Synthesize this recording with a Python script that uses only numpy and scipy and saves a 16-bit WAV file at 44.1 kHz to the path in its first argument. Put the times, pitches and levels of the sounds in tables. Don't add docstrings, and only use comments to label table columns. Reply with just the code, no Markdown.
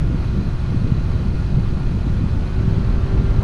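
import sys
import numpy as np
from scipy import signal
from scipy.io import wavfile
from scipy.ndimage import uniform_filter1d

SR = 44100
rng = np.random.default_rng(int(sys.argv[2]) if len(sys.argv) > 2 else 0)


def voltage_ratio(level):
    return 10 ** (np.asarray(level, float) / 20)


def generate_wav(signal):
    frames = np.transpose(np.atleast_2d(signal))
    scaled = np.clip(frames, -1, 1) * 32767
    pcm = np.round(scaled).astype(np.int16)
    wavfile.write(sys.argv[1], SR, pcm)


N = 151263

# f/Hz, level/dB rms
COIL_WHINES = [(3079, -70), (3470, -70), (3505, -70), (4060, -69), (4337, -69), (4673, -72), (5063, -75),
               (4770, -75), (5639, -74), (5840, -78), (6320, -79), (6460, -79), (6655, -82), (7044, -80),
               (7166, -86), (7864, -86), (8212, -84), (8312, -86), (8672, -87), (8955, -82), (8993, -83),
               (10088, -86), (10160, -87), (10478, -76), (10496, -85), (10549, -78), (10868, -84)]
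COIL_DB = -2.5

# t/s, rate/Hz
KNOCK_RATE = [
    (0, 44.5),
    (1.75, 44.76),
    (2.2, 35.7),
    (2.8, 35.24),
    (3.43, 42.5),
]
# f/Hz, level/dB, t60/s
RATTLE_MODES = [(3930, -1, .026), (4070, 1.5, .018), (4310, -1.5, .022), (4590, -4, .015), (2590, -2, .022),
                (6200, -21, .015)]
RATTLE_DB, KNOCK_SPREAD_DB = -55.5, 1.0
KNOCK_S, KNOCK_JITTER_TURNS = 0.011, 0.2
RATTLE_FROM_S = 0.16

# t/s, turns per second/Hz
SHAFT_SPEED = [(0, 39.93), (.65, 39.84), (1.0, 39.79), (1.55, 39.74), (2.17, 39.74), (2.25, 40.0),
               (2.45, 41.12), (2.63, 41.87), (2.83, 42.53), (3.03, 43.01), (3.23, 43.4), (3.43, 43.72)]
# f/Hz, width/Hz, level/dB
HOUSING_MODES = [(1362, 80, -51.5), (1420, 70, -51), (1595, 70, -63), (2482, 90, -54.5), (2550, 70, -69),
                 (1200, 80, -60), (2170, 70, -67), (1750, 70, -66)]
POLE_LEVELS = [0, -5, -2, -3]
BLADE_ORDER, SLOT_ORDER = 9, 36
BLADE_DB, SLOT_DB, BLADE_OVERTONE_DB = -43, -52.5, -9
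BLADE_DB_PER_HZ, SLOT_DB_PER_HZ = 1.5, -0.6
WAVER_DB, BLADE_FLUTTER_DB = 0.7, 1.2

# f/Hz, level/dB per Hz
WHOOSH_SPECTRUM = [(290, -16), (500, -1), (1420, -8.5), (3650, -17), (4010, -16), (10500, -40),
                   (12700, -36.5), (16500, -81.5), (22000, -120)]
# f/Hz, width/Hz, lift/dB
DUCT_MODES = [(903, 57, 3), (1136, 130, 4), (1340, 80, 2), (2500, 170, -0.5), (3150, 100, 2),
              (4050, 450, -2.5), (6310, 490, 4), (8700, 710, 3.5), (10380, 1200, 6)]
WHOOSH_DB, FLICKER_DB, GUST_DB = -41, 0.34, -0.5
WHOOSH_DB_PER_HZ, WHOOSH_TILT_HZ = 1.13, 1800

# t/s, level/dB
JET_STRENGTH = [(0.05, -17), (0.58, -20), (0.94, -17), (1.48, -19.5), (1.55, -14), (1.63, -19), (2.28, -18),
                (2.3, -22), (2.35, -14), (2.53, -24.5), (2.55, -15.5), (2.88, -18.5), (2.92, -14.5),
                (3.1, -18.5), (3.14, -15), (3.38, -15.5)]
# f/Hz, level/dB per Hz
BUFFET_SPECTRUM = [(7.1, -35.5), (12, 1), (65, 0), (132, -3), (326, -22), (367, -23), (700, -39.5),
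                   (910, -72), (1540, -120)]
# t/s, peak level/dB, f/Hz
SHARP_EDDIES = [(0.311, -22, 151), (0.396, -16.5, 151), (0.743, -11.5, 221), (0.769, -20, 151),
                (0.918, -10.5, 154), (1.2, -17, 161), (1.257, -11.5, 150), (1.542, -11, 162),
                (1.571, -8.5, 140), (2.069, -8.5, 205), (2.097, -10, 156), (2.345, -24, 185),
                (2.608, -14.5, 217), (2.677, -9.5, 160), (2.905, -10, 152), (3.07, -34, 151),
                (3.172, -11.5, 150), (3.239, -14, 154)]
EDDY_DB, EDDY_TURNS = -1.5, 0.678
BUFFET_DB, LUMP_DB, PATCH_DB = 0.5, 2, 0.85
LUMP_ABOVE_HZ, JET_SMOOTH_S = 112, 0.06
STEADY, STEADY_S = 0.62, 0.08
BULGE = 0.27

# f/Hz, share missing (0-1)
TREBLE_LOSS = [(6800, 0), (7300, .1), (8200, .03), (9300, .08), (10300, .06), (11100, .4), (12000, .6),
               (12500, .5), (12850, .7)]
OFFSET = 0.004


def evened(x):
    return x / np.sqrt(np.mean(x ** 2) + 1e-20)


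def curve(points):
    return np.interp(np.arange(N) / SR, *np.transpose(points))


def drift(top_hz):
    t = np.arange(0, N + 64, 64) / SR
    slow = 0
    for f in np.geomspace(top_hz / 20, top_hz, 24):
        slow = slow + np.sin(2 * np.pi * (f * t + rng.random())) / np.sqrt(f)
    return np.interp(np.arange(N) / SR, t, evened(slow))


def air(spectrum, bumps, patch_db, size):
    hop, hz = size // 4, np.fft.rfftfreq(size, 1 / SR)
    real, imag, patches = rng.standard_normal((N // hop + 6, len(hz), 3)).T
    patches = uniform_filter1d(patches, size=8, axis=0)
    patches = evened(uniform_filter1d(patches, size=8, axis=1))
    f, level = np.transpose(spectrum)
    db = np.interp(np.log(hz + 1), np.log(f + 1), level)
    for centre, width, lift in bumps:
        db = db + lift / (1 + (2 * (hz - centre) / width) ** 2)
    z = (real + 1j * imag) * voltage_ratio(db[:, None] + patch_db * patches)
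    noise = signal.istft(z, nperseg=size, noverlap=3 * hop)[1]
    return evened(noise[size // 2:size // 2 + N])


def tone(turns, db):
    level = voltage_ratio(db + WAVER_DB * drift(top_hz=29.56))
    return np.sqrt(2) * level * np.sin(2 * np.pi * (turns + rng.random()))


def coils():
    t = np.arange(N) / SR
    return sum(tone(hz * t, db + COIL_DB) for hz, db in COIL_WHINES)


def rattle():
    phase = np.cumsum(curve(KNOCK_RATE)) / SR + KNOCK_JITTER_TURNS * drift(top_hz=39.07)
    knocks = np.diff(np.floor(np.maximum.accumulate(phase)), prepend=0)
    hits = knocks * voltage_ratio(KNOCK_SPREAD_DB * rng.standard_normal(N))
    t = np.arange(2000) / SR
    swell = t * np.exp(-t / KNOCK_S * 2)
    scrape = signal.oaconvolve(hits, swell)[:N] * rng.standard_normal(N)
    ring = 0
    for k, (hz, db, t60) in enumerate(RATTLE_MODES):
        ring = ring + (-1) ** k * voltage_ratio(db - 60 * t / t60) * np.sin(2 * np.pi * hz * t)
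    early = np.arange(N) < RATTLE_FROM_S * SR
    return voltage_ratio(RATTLE_DB - 10 * early) * evened(signal.oaconvolve(scrape, ring)[:N])


def rotor(shaft, faster):
    turns = np.cumsum(shaft) / SR
    flutter = BLADE_FLUTTER_DB * drift(top_hz=50.07)
    out = tone(BLADE_ORDER * turns, BLADE_DB + BLADE_DB_PER_HZ * faster + flutter)
    out = out + tone(SLOT_ORDER * turns, SLOT_DB + SLOT_DB_PER_HZ * faster)
    even_orders = set(range(20, 66, 2)) - {SLOT_ORDER}
    for k in sorted(even_orders | {7 * BLADE_ORDER}):
        lift = 0
        for hz, width, db in HOUSING_MODES:
            lift = lift + voltage_ratio(db) / (1 + (2 * (k * shaft - hz) / width) ** 2) ** 2
        db = BLADE_OVERTONE_DB if k % 2 else POLE_LEVELS[k // 2 % 4]
        out = out + lift * tone(k * turns, db)
    return out


def whoosh(faster, gusts):
    flow = air(WHOOSH_SPECTRUM, DUCT_MODES, 0.89, size=1024)
    flow = flow * voltage_ratio(WHOOSH_DB + FLICKER_DB * drift(top_hz=42.2))
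    low = signal.lfilter(*signal.butter(1, WHOOSH_TILT_HZ, fs=SR), flow)
    return flow + (voltage_ratio(WHOOSH_DB_PER_HZ * faster + GUST_DB * gusts) - 1) * low


def buffet(gusts):
    smooth = round(JET_SMOOTH_S * SR)
    roll = air(BUFFET_SPECTRUM, [], PATCH_DB, size=2048)
    power = uniform_filter1d(roll ** 2, round(STEADY_S * SR))
    roll = evened(roll / (power + 0.05) ** (STEADY / 2))
    top = roll - signal.filtfilt(*signal.butter(2, LUMP_ABOVE_HZ, fs=SR), roll)
    lumpy = roll + (voltage_ratio(LUMP_DB * gusts) - 1) * top
    out = voltage_ratio(BUFFET_DB + uniform_filter1d(curve(JET_STRENGTH), smooth)) * lumpy
    for s, db, hz in SHARP_EDDIES:
        t = np.arange(N) / SR - s - EDDY_TURNS / hz
        puff = np.exp(-(t * hz / EDDY_TURNS) ** 2)
        out = out + voltage_ratio(db + EDDY_DB) * puff * np.cos(2 * np.pi * hz * t - 0.6)
    return out + BULGE * (out ** 2 - uniform_filter1d(out ** 2, smooth))


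def thin_treble(x):
    hz, t, z = signal.stft(x, SR, nperseg=2048, noverlap=1536)
    bands = len(hz) // 2 + 1
    draw = rng.random((len(t) // 16 + 2, bands))
    when = (np.arange(len(t))[:, None] + rng.integers(0, 16, bands)) // 16
    draw = np.take_along_axis(draw, when, axis=0)
    draw = np.repeat(draw, 2, axis=1)[:, :len(hz)].T
    kept = draw > np.interp(hz, *np.transpose(TREBLE_LOSS))[:, None]
    return signal.istft(z * kept, SR, nperseg=2048, noverlap=1536)[1][..., :N]


def scene():
    shaft, gusts = curve(SHAFT_SPEED), drift(top_hz=39.8)
    faster = shaft - shaft.min()
    machine = coils() + rattle() + rotor(shaft, faster)
    return (machine + whoosh(faster, gusts) + buffet(gusts))[None]


def band_limit(x):
    return signal.sosfilt(signal.butter(12, 12810, fs=SR, output="sos"), x)


def record(dry):
    mix = thin_treble(dry + OFFSET)
    return band_limit(mix)


dry = scene()
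out = record(dry)
generate_wav(out)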